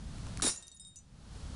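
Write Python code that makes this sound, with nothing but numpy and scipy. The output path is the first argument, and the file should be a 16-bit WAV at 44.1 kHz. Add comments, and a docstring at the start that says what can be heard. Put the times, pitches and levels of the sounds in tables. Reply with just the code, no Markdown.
"""Hammer through a wine glass

A hammer smashes a wine glass lying on a carpet, in a small room. The bowl bursts in a dense run of
cracks, the head thuds through to the floor, shards clink against each other and grit patters down.
The recorder's gain control ducks at the blow, so hiss and rumble sink and slowly swell back."""
import sys
import numpy as np
from scipy import signal
from scipy.fft import rfft, irfft
from scipy.io import wavfile
from scipy.ndimage import uniform_filter1d, minimum_filter1d

SR = 44100
rng = np.random.default_rng(int(sys.argv[2]) if len(sys.argv) > 2 else 0)


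def store_wav(level_fs):
    """Save 16-bit WAV to argv[1]."""
    pcm = np.round(np.clip(np.atleast_2d(level_fs), -1, 1) * 32767)
    wavfile.write(sys.argv[1], SR, pcm.T.astype(np.int16))


N = 68355
T = np.arange(N) / SR

# fader moves of the background bed: t/s, rumble level/dB, hiss level/dB
BED_LEVELS = [(0, -45.5, -57), (.2, -41.5, -53), (.4, -39.5, -51), (.6, -38, -39), (.75, -42, -51.5),
              (.9, -37.5, -51), (1.05, -42, -54), (1.3, -48, -55.5), (1.55, -43, -53)]
# tone curves of the rumble, hiss, scuff and cracks: f/Hz, relative spectral density/dB
RUMBLE_EQ = [(20, -4.5), (55, 4), (100, -3), (190, -5), (280, -16), (420, -32.5), (800, -72)]
HISS_EQ = [(200, 4.5), (550, 5.5), (1300, 1.5), (2200, -5), (4200, -1.5), (6500, -5.5), (10000, -8.5)]
SCUFF_EQ = [(300, -1), (700, -10), (1200, -4), (2200, -36), (6000, -36)]
CRACK_EQ = [(60, 4.5), (150, 2), (260, 5), (600, -3), (1300, -0.5), (2400, -5), (4000, -6), (6000, -5),
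            (8500, 0), (10500, -0.5), (13000, -4.5)]
# small ticks during the swing: t/s, level/dB
SWING_TICKS = [(.1835, -37), (.268, -34), (.285, -41), (.3735, -27), (.3928, -34), (.4105, -38)]
# modes of each piece of glass, by name: f/Hz, relative level/dB, t60/s
SHARD_MODES = { "whole bowl": [(3760, -1, .07), (4290, -5, .12), (5650, 0, .12), (5770, -2, .1),
               (7073, -3, .1), (8629, -3, .1), (9410, -2, .08), (9590, -2, .1), (10424, -2, .12)],
               "broken bowl": [(3735, -5, .07), (4435, -14, .12), (5135, -11, .1), (5639, -10, .1),
               (6871, -11, .1), (7081, -5, .09), (7178, -10, .1), (7544, -13, .1), (8305, -11, .1),
               (9600, 0, .09), (9855, -4, .08), (10420, -11, .1)], "large": [(3727, 0, .37),
               (5122, -16, .35), (7179, -5, .42), (8295, -2, .2), (9608, -4, .08)],
               "curved": [(1848, -14, .8), (2735, -15, .6), (2785, -16, .5), (3972, -9, .27),
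               (4400, -14, .3), (5122, -6, .25), (5636, -1, .2), (5787, -10, .2), (6023, -10, .28),
               (6355, -7, .28), (6385, -10, .22), (6863, -7, .2), (7090, -3, .2), (7668, -12, .2),
               (8296, -10, .13), (8644, -6, .25), (9640, 0, .18)], "medium": [(2770, -20, .15),
               (6030, 0, .135), (6857, -2, .085), (7669, -12, .13)], "narrow": [(4330, -14, .1),
               (5990, -11, .1), (7915, -2, .06)], "sliver": [(7088, 0, .08)], "flake": [(6025, -2, .13),
               (8947, 0, .04), (10562, -2, .07)], "chip": [(9087, 0, .12)], "speck": [(9603, 0, .1)],
               "shaving": [(5122, 0, .13)], "crumb": [(6850, 0, .06), (7060, -3, .03)]}
# hits on glass: t/s, piece, relative ring level/dB, tilt/(dB per octave), relative tick level/dB
SHARD_HITS = [(0.4212, "whole bowl", -15.5, -1.5, -15.5), (0.451, "broken bowl", -10.5, 1.5, -29.5),
              (0.463, "broken bowl", -7, -2, -19), (.477, "broken bowl", -4.5, 0, -19.5),
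              (0.495, "curved", -15.5, 6, -18), (0.5247, "crumb", -22, 0, -9),
              (.561, "crumb", -22.5, -4, -12), (0.575, "sliver", -17, -2, -38),
              (.6248, "large", -33, -1, -21), (.6255, "narrow", -29, 0, -27), (.6685, "flake", -31, 0, -31),
              (.6805, "sliver", -29, 0, -13), (0.716, "narrow", -25.5, 0, -30),
              (.716, "large", -39, -4, -34), (.7463, "speck", -31, 0, -33), (.765, "crumb", -33, 0, -29),
              (.772, "crumb", -34, 0, -26), (.7972, "large", -28, 6, -22), (.806, "speck", -31, 0, -33),
              (.815, "shaving", -37, 0, -38), (.8488, "large", -32, -1, -28), (.87, "chip", -29, 0, -31),
              (.881, "chip", -34, 0, -29), (0.9588, "large", -44, 33, -19), (0.962, "medium", -30, 0, -36),
              (0.969, "medium", -27, 9, -32), (.988, "crumb", -29.5, -9.5, -23.5)]
# the head hits the carpeted floor: t/s, level/dB, starting f/Hz, final f/Hz, t60/s
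FLOOR_HITS = [(0.447, 4.5, 356, 251, 0.024), (.469, -0.5, 1000, 286, .028)]
# force crushing the bowl: t/s, relative level/dB
CRUSH_FORCE = [(.42, 1.5), (.43, 0.5), (.446, -0.5), (.452, -4.5), (.475, -0.5), (.493, -3), (.501, -6.5),
               (.52, -18), (.545, -20.5), (.57, -32.5), (.61, -38)]


def from_db(db):
    """Decibels to gain."""
    return 10 ** (np.asarray(db) / 20)


def automation(rows):
    """Each column after the time column, drawn as a curve through every sample."""
    times, *columns = np.transpose(rows)
    return [np.interp(T, times, column) for column in columns]


def match_rms(x, envelope=1):
    """Scale a signal to the rms of an envelope."""
    return x * np.sqrt(np.mean(np.square(envelope)) / (np.mean(x ** 2) + 1e-20))


def equalise(x, curve):
    """Shape a steady signal with a tone curve; rms 1."""
    hz, db = np.transpose(curve)
    bins_hz = np.arange(N // 2 + 1) * SR / N + 1
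    gain = from_db(np.interp(np.log(bins_hz), np.log(hz), db))
    return match_rms(irfft(rfft(x) * gain, N))


def decay(start, t60):
    """An envelope that jumps to 1 and dies away."""
    return (T >= start) * np.exp(-np.log(1000) * np.clip((T - start) / t60, 0, 10))


def ring(clicks, hz, t60):
    """One resonance: each click sets off a dying sine."""
    radius, angle = np.exp(-np.log(1000) / (t60 * SR)), 2 * np.pi * hz / SR
    feedback = [1, -2 * radius * np.cos(angle), radius ** 2]
    return signal.lfilter([0, np.sin(angle)], feedback, clicks + 1e-18)


def pings(clicks, pitches, t60_cycles):
    """Each click rings one fragment, picked at random; higher ones die sooner."""
    fragment = rng.integers(0, len(pitches), N)
    return sum(ring(clicks * (fragment == k), hz, t60_cycles / hz) for k, hz in enumerate(pitches))


def ticks(rows, t60, low_cut_hz):
    """Very short, bright bursts of contact noise."""
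    bursts = rng.standard_normal(N) * sum(from_db(db) * decay(start, t60) for start, db in rows)
    return signal.sosfilt(signal.butter(3, low_cut_hz, "high", fs=SR, output="sos"), bursts + 1e-18)


def background():
    """The bed: low rumble and soft hiss of the room and the hand-held microphone."""
    rumble_db, hiss_db = automation(BED_LEVELS)
    rumble = from_db(rumble_db) * equalise(rng.standard_normal(N), RUMBLE_EQ)
    hiss = from_db(hiss_db) * equalise(rng.standard_normal(N), HISS_EQ)
    return rumble + hiss


def room(x, wet_db=-17, predelay_s=.008, t60=.25):
    """The short diffuse tail of a carpeted room."""
    tail = rng.standard_normal(N) * decay(predelay_s, t60)
    return from_db(wet_db) * signal.fftconvolve(x, tail / np.sqrt(np.sum(tail ** 2)))[:N]


def swing(squeak_hz=1346):
    """The lead-in: faint ticks, a scuff and one tiny squeak as the hammer comes down."""
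    def swell(at_s, width_s, db):
        return from_db(db) * np.exp(-((T - at_s) / width_s) ** 2)

    squeak = swell(at_s=.3997, width_s=.0011, db=-31.5) * np.sin(2 * np.pi * squeak_hz * T)
    scuff = swell(at_s=.271, width_s=.0056, db=-45.5) * equalise(rng.standard_normal(N), SCUFF_EQ)
    return squeak + scuff + ticks(SWING_TICKS, t60=.0034, low_cut_hz=1500)


def grit(landings_per_s=260, base_db=-37, spread_db=3):
    """Tiny fragments land at random, each with a short ping, ever more softly."""
    pitches_hz = rng.uniform(5610, 10360, size=30)
    sizes = from_db(base_db + spread_db * np.minimum(rng.exponential(1, N), 2))
    landings = sizes * (rng.random(N) < landings_per_s / SR) * decay(start=.53, t60=.9)
    return pings(landings, pitches_hz, t60_cycles=220)


def clinks(ring_trim_db=1.5, spread_db=.6, pivot_hz=7100, settle_s=.96, damping_db_per_s=110):
    """Each collision gives a tick and adds energy to every mode of the shard that is hit."""
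    glass = ticks([(start, db) for start, *_, db in SHARD_HITS], t60=.01, low_cut_hz=4800)
    for shard, modes in SHARD_MODES.items():
        hits = [(start, db, tilt) for start, piece, db, tilt, _ in SHARD_HITS if piece == shard]
        for hz, mode_db, t60 in modes:
            octaves = np.log2(hz / pivot_hz)
            energy = 0
            for start, hit_db, tilt in hits:
                strike_db = hit_db + mode_db + tilt * octaves + spread_db * rng.standard_normal()
                energy += (from_db(strike_db) * decay(start, t60)) ** 2
            envelope = uniform_filter1d(np.sqrt(energy), size=24)  # takes the edge off the attack
            glass += from_db(ring_trim_db) * envelope * np.sin(2 * np.pi * (hz * T + rng.random()))
    # the pieces come to rest and the carpet damps them
    return glass * from_db(-damping_db_per_s * np.maximum(T - settle_s, 0))


def thuds(attack_s=.0022, sag_s=.00273):
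    """The weight: the head lands twice, each knock dropping in pitch as it sinks into the carpet."""
    knocks = 0
    for start, db, first_hz, last_hz, t60 in FLOOR_HITS:
        age = np.maximum(T - start, 0)
        cycles = last_hz * age + (first_hz - last_hz) * sag_s * (1 - np.exp(-age / sag_s))
        envelope = from_db(db) * decay(start, t60) * (1 - np.exp(-age / attack_s))
        knocks -= envelope * np.sin(2 * np.pi * cycles)
    return knocks


def cracks(per_s=7200, spread_db=4):
    """A dense random train of fractures of uneven size."""
    sizes = from_db(spread_db * np.minimum(rng.exponential(1, N), 3))
    polarity = rng.choice([-1, 1], N)
    return sizes * polarity * (rng.random(N) < per_s / SR)


def smash(crunch_db=-8.5, splinter_db=-16):
    """The bowl bursts: cracks sound directly as a crunch and set many splinters ringing."""
    contact_s, end_s = SHARD_HITS[0][0], CRUSH_FORCE[-1][0]
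    force = from_db(automation(CRUSH_FORCE)[0]) * (T >= contact_s) * (T < end_s)
    crunch = force * equalise(cracks(), CRACK_EQ)
    pitches_hz = rng.uniform(3477, 10720, size=48)
    splinters = pings(cracks() * force, pitches_hz, t60_cycles=500)
    return from_db(crunch_db) * crunch + from_db(splinter_db) * match_rms(splinters, force)


def scene():
    """The mono mix: the blow and its debris with room tail, over the swing and the bed."""
    blow = smash() + thuds() + clinks() + grit()
    return (blow + room(blow) + swing() + background())[None]


def gain_control(x, threshold_db=-26, hold_s=.45, release_db_per_s=53):
    """Ducks just ahead of a loud sound, holds, then recovers at a steady rate."""
    level_db = 10 * np.log10(np.maximum(uniform_filter1d(x ** 2, size=600), 1e-12))
    over_db = np.maximum(level_db - threshold_db, 0)
    half_hold = int(hold_s * SR) // 2
    # the largest overshoot within the past hold time
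    held_db = -minimum_filter1d(-over_db, 2 * half_hold + 1, origin=half_hold, mode="constant")
    release_ramp = release_db_per_s * T
    duck_db = np.maximum.accumulate(held_db + release_ramp) - release_ramp
    return x * from_db(-uniform_filter1d(duck_db, size=40))


def record(dry, ceiling=.13, high_cut_hz=10617):
    """The output chain: gain control, soft-clipped peaks, then a steep high cut."""
    rounded = ceiling * np.tanh(gain_control(dry[0]) / ceiling)
    high_cut = signal.ellip(10, .2, 65, high_cut_hz, fs=SR, output="sos")
    return signal.sosfilt(high_cut, rounded)[None]


dry = scene()
out = record(dry)
store_wav(out)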